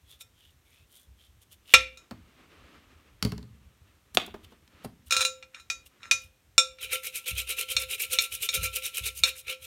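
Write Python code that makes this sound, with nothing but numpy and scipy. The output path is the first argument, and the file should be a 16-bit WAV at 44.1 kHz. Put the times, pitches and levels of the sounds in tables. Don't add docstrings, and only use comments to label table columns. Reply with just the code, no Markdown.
import sys
import numpy as np
from scipy import signal
from scipy.io import wavfile

SR = 44100
rng = np.random.default_rng(int(sys.argv[2]) if len(sys.argv) > 2 else 0)


def wav_record(signal):
    frames = np.transpose(np.atleast_2d(signal))
    bounded = np.clip(frames, -1, 1)
    quanta = np.round(bounded * 32767).astype(np.int16)
    wavfile.write(sys.argv[1], SR, quanta)


N = 426006
TIME = np.arange(N) / SR
AGE = np.arange(SR * 3 // 4) / SR

# (nominal middle of first stroke [s], time per stroke [s], strokes [count])
SCRUB_RUNS = [(6.829, .1143, 5), (7.399, .1045, 19), (9.383, .128, 3)]
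# (time [s], rub level [dB], hiss level [dB])
SCRUB_PRESSURE = [(6.83, -38, -42.5), (6.94, -29.5, -33.5), (7.12, -40, -36.5), (7.28, -31.5, -33),
                  (7.8, -34.5, -36), (8.14, -33.5, -29.5), (8.34, -39.5, -36), (8.55, -31.5, -31),
                  (8.75, -35, -34), (9.1, -33, -32.5), (9.5, -33.5, -41)]
# (time [s], level [dB])
BOLT_LEAN = [(6.95, 3), (7.2, -3), (7.6, -1.5), (7.82, 2), (8.02, -3.5), (8.14, 7), (8.4, -8.5), (8.56, 10),
             (8.8, -1), (9.1, -2.5), (9.5, 3)]
# (frequency [Hz], relative level [dB])
RUB_TONE = [(150, -42), (300, -17.5), (430, -2.5), (560, -21.5), (780, -31), (1200, -15), (1850, -12.5),
            (2350, 7), (2900, 5), (3300, -4), (3800, 3), (4600, -12.5), (7000, -11), (12000, -84)]
# (frequency [Hz], relative level [dB])
HISS_TONE = [(1500, -37), (3000, -5.5), (5000, -4.5), (7000, -1.5), (8200, -0.5), (9400, 4.5), (11000, -3),
             (13000, 2.5), (16000, -10)]
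# (middle [s], half length [s], rub level [dB], touch [name])
LIGHT_TOUCHES = [(0.116, 0.036, -58, "wipe"), (0.215, 0.012, -56, "flick"), (0.442, 0.069, -66.5, "wipe"),
                 (0.75, 0.1, -68, "wipe"), (.972, 0.06, -66.5, "flick"), (1.232, 0.043, -65.5, "wipe"),
                 (1.426, .012, -65.5, "flick"), (1.528, 0.016, -61, "flick"), (1.722, .04, -51.5, "wipe"),
                 (4.151, .004, -55.5, "snap"), (4.265, 0.0033, -66.5, "snap"),
                 (4.445, 0.0091, -56.5, "wipe"), (4.52, 0.017, -69, "wipe"), (4.849, 0.0075, -55, "flick"),
                 (5.077, .012, -62.5, "flick"), (5.867, 0.0087, -59, "flick"),
                 (6.23, 0.038, -67.5, "flick")]
TOUCH_HISS_DB = {"wipe": -5, "flick": 4.5, "snap": 19}
# (time [s], frequency [Hz])
SQUEAK_PITCH = [(.12, 3300), (.23, 3720), (.44, 3040), (.7, 2220), (.97, 3300), (1.7, 2900)]
# (frequency [Hz], relative level [dB])
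WET_TONE = [(300, -25), (550, -10), (900, -21.5), (1200, -15), (1700, -15.5), (2900, -7), (3500, 0.5),
            (4300, -13.5), (7000, -18.5), (12000, -42.5)]
PLACES = ["floor", "wall", "rim", "side", "base"]
# (frequency [Hz], t60 [s], then one relative level [dB] for each place)
BOWL_MODES = [(520, 0.5, -22, -19, -29, -25, -29), (1355, 0.22, -6, -3, -14, -13, -17),
              (2305, 0.1, -5, -10, -17, -12, -5), (2370, 0.13, 0, -12, -14, -14, -11),
              (2462, 0.14, 0, 0, 0, -6, -8), (2776, 0.13, 0, -6, -17, -13, -11),
              (3572, 0.11, -5, -10, -34, 0, -6), (3630, 0.08, -7, -7, -25, -6, 0),
              (3803, 0.17, -11, -1, -8, -13, -7), (4000, 0.16, -16, -1, -20, -16, -15),
              (4260, 0.1, -7, -7, -19, -21, -3), (4630, 0.16, -26, -17, -14, -25, -24),
              (5253, 0.22, -16, -6, -19, -21, -19), (5495, 0.13, -12, -9, -14, -5, -13),
              (5548, 0.2, -10, -18, -30, -9, -11), (5986, 0.19, -21, -18, -12, -25, -26),
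              (6150, 0.18, -19, -10, -19, -23, -22), (6268, 0.15, -12, -7, -23, -23, -20),
              (6460, 0.2, -20, -15, -15, -22, -22), (6720, 0.13, -17, -6, -29, -17, -7),
              (6982, 0.18, -26, -6, -14, -20, -26), (7284, 0.11, -29, -9, -23, -6, -22),
              (7405, 0.11, -17, -19, -31, -13, -14), (7765, 0.15, -18, -12, -19, -20, -21),
              (8172, 0.12, -21, -18, -31, -18, -15), (8745, 0.14, -19, -6, -18, -12, -17),
              (9240, 0.13, -27, -15, -24, -30, -23), (10930, 0.1, -18, -25, -28, -38, -29),
              (11340, 0.15, -27, -21, -31, -33, -28)]
# (time [s], level [dB], place [name])
CLINKS = [(0.209, -41.5, "side"), (1.7383, 4, "floor"), (1.973, -42.5, "wall"), (5.108, -17.5, "wall"),
          (5.123, -12.5, "wall"), (5.166, -15, "wall"), (5.207, -16.5, "wall"), (5.216, -16.5, "wall"),
          (5.250, -15, "wall"), (5.426, -37, "floor"), (5.546, -36.5, "floor"), (5.598, -43, "wall"),
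          (5.7004, -20, "rim"), (6.031, -38, "floor"), (6.1116, -9, "rim"), (6.580, -3.5, "side"),
          (6.786, -43.5, "floor"), (7.766, -12, "base"), (8.187, -9.5, "base"), (8.4889, -15, "base"),
          (9.2356, -7, "base")]
CONTACT = {"floor": (0.7756, -4, -5.5, -2.5), "wall": (1.12, -7, 6, -1), "rim": (1, -4.5, 0.5, 0.5),
           "side": (0.93, -9.5, 2.5, 0.5), "base": (0.77, -10, 4.5, -1)}
# (frequency [Hz], relative level [dB])
CLATTER_TONE = [(150, -27.5), (500, -21), (1000, -12), (1900, -6.5), (2400, -2.5), (3100, -6), (3650, 1.5),
                (4700, -8.5), (5500, -4), (8700, -15.5), (10000, -20), (16000, -28.5)]
# (middle [s], half length [s], dull grating level [dB], bright chatter level [dB])
SCRAPES = [(5.147, 0.03, -44, -37.5), (5.225, 0.046, -46, -37), (5.57, 0.026, -53.5, -66),
           (6.048, 0.035, -53, -76), (9.27, 0.02, -40.5, -54)]
# (frequency [Hz], relative level [dB])
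GRATING_TONE = [(300, -49), (900, -3), (1400, 8.5), (1800, 8), (2500, 2), (3100, -13), (7000, -57),
                (16000, -42)]
# (time [s], level [dB], kind [name])
KNOCKS = [(2.11, -33.5, "thump"), (3.2257, -15, "click"), (4.148, -31.5, "click"), (4.1716, -8, "handle"),
          (4.264, -47, "click"), (4.276, -40.5, "plop"), (4.3407, -35.5, "plop"), (4.52, -50, "plop"),
          (4.677, -50.5, "click"), (4.846, -33, "thump")]
KNOCK_MIX = {"click": (-1, -16, -19.5, -19), "handle": (-9, 0, -16, -43.5), "thump": (-5.5, -25, 0, -9.5),
             "plop": (-26, -17, 1.5, -21), "bounce": (0, -22, -5, -3.5)}
# (frequency [Hz], relative level [dB])
CLICK_TONE = [(470, -42.5), (900, -8), (2300, -8), (3300, -4.5), (4300, 0.5), (6000, -10), (10000, -17.5),
              (16000, -23.5)]
# (frequency [Hz], relative level [dB])
HOLLOW_TONE = [(100, -11), (250, -10), (700, 5), (1050, -3), (1430, 3), (1950, -11), (2550, 3), (3700, -4),
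               (4150, -1), (4700, -24), (6000, -18.5), (9000, -24.5), (16000, -45.5)]
# (frequency [Hz], relative level [dB])
THUD_TONE = [(50, -10.5), (130, -17), (220, -2.5), (450, -8.5), (1200, -16), (2500, -27.5), (8000, -44)]
# (frequency [Hz], t60 [s], relative level [dB])
BENCH_MODES = [(67.3, .25, -8.5), (109, 0.17, -3), (129, 0.084, -6.5), (170, 0.14, -2), (214.4, 0.12, -1),
               (263.5, .12, -13), (420, 0.1, -9)]
# (time [s], level before the rumble trim [dB])
ROCKING = [(1.07, -49), (1.743, -36), (7.313, -33.5), (7.747, -41.5), (8.572, -32), (8.614, -32.5),
           (9.003, -38), (9.199, -44.5)]
# (frequency [Hz], t60 [s], relative level [dB])
ROCK_MODES = [(62.3, 0.49, -0.5), (97, 0.25, -3), (139, 0.088, -7), (172, 0.11, -9)]
# (fastest moment [s], cloth level [dB], swell time [s], fade time [s])
REACHES = [(2.57, -60, 0.47, 0.83), (4.45, -66, .25, 0.23), (4.83, -56, 0.045, 0.033),
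           (6.11, -64.5, 0.31, .09)]
# (frequency [Hz], relative level [dB])
CLOTH_TONE = [(88, -35), (150, -6), (259, -1), (854, -13.5), (1240, -6), (1450, -10), (2760, -11),
              (3100, -13), (16000, -44.5)]
# (frequency [Hz], t60 [s])
ROOM_DECAY = [(100, 0.95), (500, 0.2), (2500, 0.32), (7000, .24), (15000, 0.28)]
# (frequency [Hz], relative level [dB])
AIR_TONE = [(15, -33.5), (25, -4), (76, 4.5), (161, -11), (734, -22), (1890, -22), (3720, -24),
            (4870, -29.5), (5430, -26.5), (9070, -28.5), (10400, -33), (12900, -28), (16000, -37.5)]

PUSH_HALF_S, PULL_HALF_S, PUSH_LATE_S = 0.035, 0.038, 0.0046
GRAZE_FROM_S, GRAZE_RUB_DB, GRAZE_HISS_DB = 9.12, -16.5, -5.5
SETTLE_S, SETTLE_DB, BOUNCE_LOSS_DB = 3.2493, -23, 8.5
BOUNCE_GAP_S, BOUNCE_GAP_SHARE = 0.071, 0.83
AIR_DB = -63.5
LOW_CUT_HZ, EDGE_HZ = 42, 16200


def scrubbing(rub_db=-4.5, sing_db=-10, drone_db=-18, catch_db=2.5, lean_db=1.5, soft_db=-7,
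              squelch_db=-5, squelch_hz=2800, squelch_width_hz=200, squelch_drift=0.13):
    rub, hiss = swells(strokes(), rub_reach=0.77, hiss_reach=0.6, rub_lead=0.00031, drag_db=-30)
    catch = amp(catch_db * wander(rate=170))
    push = rub * evened(catch * flicks(per_s=5900, spread_db=0))
    spray = hiss * evened(catch * flicks(per_s=9200, spread_db=4.5))
    slow = amp(-5) * twangs(rub, RUB_TONE, 2200, 4500, per_s=30, t60=0.05, count=26)
    quick = amp(-4) * twangs(hiss, HISS_TONE, 5000, 15500, per_s=60, t60=0.016, count=22)
    film_hz = squelch_hz * np.exp(squelch_drift * wander(rate=25))
    film = resonate(catch * rng.standard_normal(N), film_hz, squelch_width_hz)
    squelch = amp(squelch_db) * rub * evened(film)
    bristles = amp(rub_db) * colour(push, RUB_TONE) + colour(spray, HISS_TONE) + slow + quick + squelch
    contact = amp(np.interp(TIME, *np.transpose(BOLT_LEAN)) + lean_db * np.tanh(wander(rate=17)))
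    singing = signal.oaconvolve(push * contact, rubbed_glass(sing_db, drone_db, soft_db))[:N]
    return bristles + singing


def rubbed_glass(sing_db, drone_db, soft_db):
    modes = np.array(BOWL_MODES)
    octaves_up = np.maximum(np.log2(modes[:, 0] / 2000), 0)
    glass = ring(modes[:, 0], modes[:, 1], modes[:, 2:].max(1) + soft_db * octaves_up)
    lowest = ring(modes[:1, 0], modes[:1, 1] / 2, modes[:1, 2])
    return amp(sing_db) * glass / np.linalg.norm(glass) + amp(drone_db) * lowest / np.linalg.norm(lowest)


def strokes():
    beats = np.concatenate([first + pace * np.arange(count) for first, pace, count in SCRUB_RUNS])
    push = np.arange(len(beats)) % 2 == 0
    middle = beats + np.where(push, PUSH_LATE_S, -PUSH_LATE_S)
    grazing = push & (middle > GRAZE_FROM_S)
    s, rub_db, hiss_db = np.transpose(SCRUB_PRESSURE)
    return np.transpose([middle, np.where(push, PUSH_HALF_S, PULL_HALF_S),
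                         np.interp(middle, s, rub_db) + GRAZE_RUB_DB * grazing,
                         np.interp(middle, s, hiss_db) + GRAZE_HISS_DB * grazing])


def swells(rows, rub_reach, hiss_reach, rub_lead, drag_db):
    rub, hiss = np.zeros((2, N))
    t = np.arange(-SR // 10, SR // 10) / SR
    for s, half, rub_db, hiss_db in rows:
        start = max(s + t[0], 0)
        drag = amp(drag_db) * np.exp(-(t / half / 2) ** 2)
        add(rub, start, amp(rub_db) * (np.exp(-((t + rub_lead) / half / rub_reach) ** 2) + drag))
        add(hiss, start, amp(hiss_db) * (np.exp(-(t / half / hiss_reach) ** 2) + drag))
    return rub, hiss


def twangs(pressure, spectrum, low_hz, high_hz, per_s, t60, count):
    out, t = np.zeros(N), AGE[:SR // 10]
    envelope = dying(t60, t) * (1 - dying(t60 / 10, t))
    for hz in np.geomspace(low_hz, high_hz, count):
        tone = amp(read(spectrum, hz)) * np.sin(2 * np.pi * hz * t) * envelope
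        moments = rng.integers(0, N, round(per_s * N / SR))
        sizes = pressure[moments] * rng.standard_normal(len(moments))
        for at, size in zip(moments, sizes):
            if size:
                add(out, at / SR, size * tone)
    return evened(out) * np.sqrt(np.mean(pressure ** 2))


def light_touches(wet_db=-2, hiss_db=1, squeak_db=-2.5, squeak_width_hz=140):
    rows = [(s, half, db, db + TOUCH_HISS_DB[touch]) for s, half, db, touch in LIGHT_TOUCHES]
    rub, hiss = swells(rows, rub_reach=1, hiss_reach=1, rub_lead=0, drag_db=-22)
    slips = flicks(per_s=4600, spread_db=4.0)
    pitch = np.interp(TIME, *np.transpose(SQUEAK_PITCH)) * (1 + 0.022 * wander(rate=23))
    squeak = rub * evened(resonate(slips, pitch, squeak_width_hz))
    fizz = colour(hiss * flicks(per_s=5560, spread_db=4.5), HISS_TONE)
    return amp(wet_db) * colour(rub * slips, WET_TONE) + amp(squeak_db) * squeak + amp(hiss_db) * fizz


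def clinks(small_modes_db=-7.0, clatter_t60=0.085, crack_t60=0.008, vary_db=2,
           early_db=-4, early_t60=0.036, rise=0.00022):
    modes, out = np.array(BOWL_MODES), np.zeros(N)
    octaves_up = np.maximum(np.log2(modes[:, 0] / 2500), 0)
    for s, db, place in CLINKS:
        ring_time, clatter_db, clatter_slope_db, mode_slope_db = CONTACT[place]
        weights_db = modes[:, 2 + PLACES.index(place)] + mode_slope_db * octaves_up
        weights_db = weights_db + vary_db * rng.standard_normal(len(modes))
        contact = (1 + amp(early_db) * dying(early_t60)) / (1 + amp(early_db))
        tone = contact * ring(modes[:, 0], modes[:, 1] * ring_time, weights_db)
        burst = dying(clatter_t60 * np.sqrt(ring_time)) + dying(crack_t60)
        spectrum = [(hz, gain_db + clatter_slope_db * max(np.log2(hz / 2500), 0))
                    for hz, gain_db in CLATTER_TONE]
        clatter = colour(rng.standard_normal(len(AGE)) * burst, spectrum)
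        blow = tone + amp(clatter_db + small_modes_db) * clatter
        add(out, s, amp(db) * blow * (1 - np.exp(-AGE / rise)))
    return out


def scrapes(sing_db=-2):
    dull, bright = swells(SCRAPES, rub_reach=1, hiss_reach=1, rub_lead=0, drag_db=-40)
    slips = flicks(per_s=1200, spread_db=3.5)
    modes = np.array(BOWL_MODES)
    wall = ring(modes[:, 0], modes[:, 1], modes[:, 2 + PLACES.index("wall")])
    sing = signal.oaconvolve(dull * slips, wall / np.linalg.norm(wall))[:N]
    return colour(dull * slips, GRATING_TONE) + colour(bright * slips, CLATTER_TONE) + amp(sing_db) * sing


def knocks(click_t60=0.016, knock_t60=0.019, thud_t60=0.078, boom_rise=0.0034, bench_top_db=10):
    out = np.zeros(N)
    for s, db, kind in KNOCKS + bounces():
        click_db, knock_db, thud_db, boom_db = db + np.array(KNOCK_MIX[kind])
        a, b, c = rng.standard_normal((3, len(AGE)))
        thud = c * dying(thud_t60) * (1 - dying(thud_t60 / 10))
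        boom = ring(*np.transpose(BENCH_MODES)) * (1 - np.exp(-AGE / boom_rise))
        add(out, s, amp(click_db) * colour(a * dying(click_t60), CLICK_TONE))
        add(out, s, amp(knock_db) * colour(b * dying(knock_t60), HOLLOW_TONE))
        add(out, s, amp(thud_db) * colour(thud, THUD_TONE))
        add(out, s, amp(boom_db + bench_top_db) * boom)
    return out


def bounces(count=4):
    s, rows = SETTLE_S, []
    for k in range(count):
        rows.append((s, SETTLE_DB - k * BOUNCE_LOSS_DB, "bounce"))
        s += BOUNCE_GAP_S * BOUNCE_GAP_SHARE ** k
    return rows


def rocking(rise=0.011, rumble_db=5):
    out = np.zeros(N)
    for s, db in ROCKING:
        rumble = ring(*np.transpose(ROCK_MODES)) * (1 - np.exp(-AGE / rise))
        add(out, s, amp(db + rumble_db) * rumble)
    return out


def sleeve(crease_db=2.0):
    speed = np.zeros(N)
    for s, db, swell, fade in REACHES:
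        speed += amp(db) * np.exp(-np.maximum((s - TIME) / swell, (TIME - s) / fade))
    creases = amp(crease_db * wander(rate=25))
    return creases * speed * colour(flicks(per_s=27000, spread_db=0.5), CLOTH_TONE)


def workshop(x):
    taps = rng.standard_normal(len(AGE)) * (rng.random(len(AGE)) < 0.1) * (AGE > 0.004)
    hz, t, z = signal.stft(taps, SR, nperseg=256)
    tail = signal.istft(z * dying(read(ROOM_DECAY, hz)[:, None], t), SR, nperseg=256)[1]
    return signal.oaconvolve(x, tail / np.linalg.norm(tail))[:N]


def still_air(waver_db=6.0):
    air = amp(AIR_DB) * noise(AIR_TONE)
    low = signal.sosfiltfilt(signal.butter(2, 130, fs=SR, output="sos"), air)
    air = air + low * (amp(waver_db * wander(rate=27)) - 1)
    return signal.sosfilt(signal.butter(3, 42, "high", fs=SR, output="sos"), air)


def ring(hz, t60, db):
    gain = amp(db) / np.linalg.norm(amp(db))
    phase = rng.uniform(0, 2 * np.pi, (len(hz), 1))
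    return gain @ (np.sin(2 * np.pi * hz[:, None] * AGE + phase) * dying(t60[:, None]))


def resonate(x, hz, width):
    turn = np.exp(2j * np.pi * np.cumsum(hz) / SR)
    r = np.exp(-np.pi * width / SR)
    return 2 * (turn * signal.lfilter([1 - r], [1, -r], x / turn + 1e-18)).real


def flicks(per_s, spread_db):
    size = amp(spread_db * np.minimum(rng.exponential(1, N), 4))
    return evened(size * rng.standard_normal(N) * (rng.random(N) < per_s / SR))


def wander(rate):
    return evened(np.interp(TIME * rate, np.arange(N // 20), rng.standard_normal(N // 20)))


def noise(spectrum):
    return evened(colour(rng.standard_normal(N), spectrum))


def colour(x, spectrum):
    log_gain = np.log(amp(read(spectrum, abs(np.fft.fftfreq(4096, 1 / SR)))))
    taps = np.fft.ifft(np.exp(np.conj(signal.hilbert(log_gain)))).real[:2048]
    return signal.oaconvolve(x, taps / np.linalg.norm(taps))[:len(x)]


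def dying(t60, t=AGE):
    return np.exp(-np.log(1000) * t / t60)


def read(points, hz):
    f, value = np.transpose(points)
    return np.interp(np.log(hz + 1), np.log(f + 1), value)


def add(mix, s, sound):
    part = mix[round(s * SR):][:len(sound)]
    part += sound[:len(part)]


def evened(x):
    return x / np.sqrt(np.mean(x ** 2) + 1e-20)


def amp(db):
    return 10 ** (np.asarray(db) / 20)


def scene():
    brushes = scrubbing() + light_touches()
    glass = clinks() + scrapes()
    bench = knocks()
    room = workshop(amp(-16.5) * brushes + amp(-15.0) * glass + amp(-11.5) * bench)
    return (brushes + glass + bench + room + rocking() + sleeve() + still_air())[None]


def record(dry):
    picked_up = signal.sosfilt(signal.butter(2, LOW_CUT_HZ, "high", fs=SR, output="sos"), dry)
    clipped = np.clip(picked_up, -0.69, 0.69)
    band_limit = signal.firwin(511, EDGE_HZ, window=("kaiser", 9), fs=SR)
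    return signal.oaconvolve(clipped, band_limit[None], "same")


dry = scene()
out = record(dry)
wav_record(out)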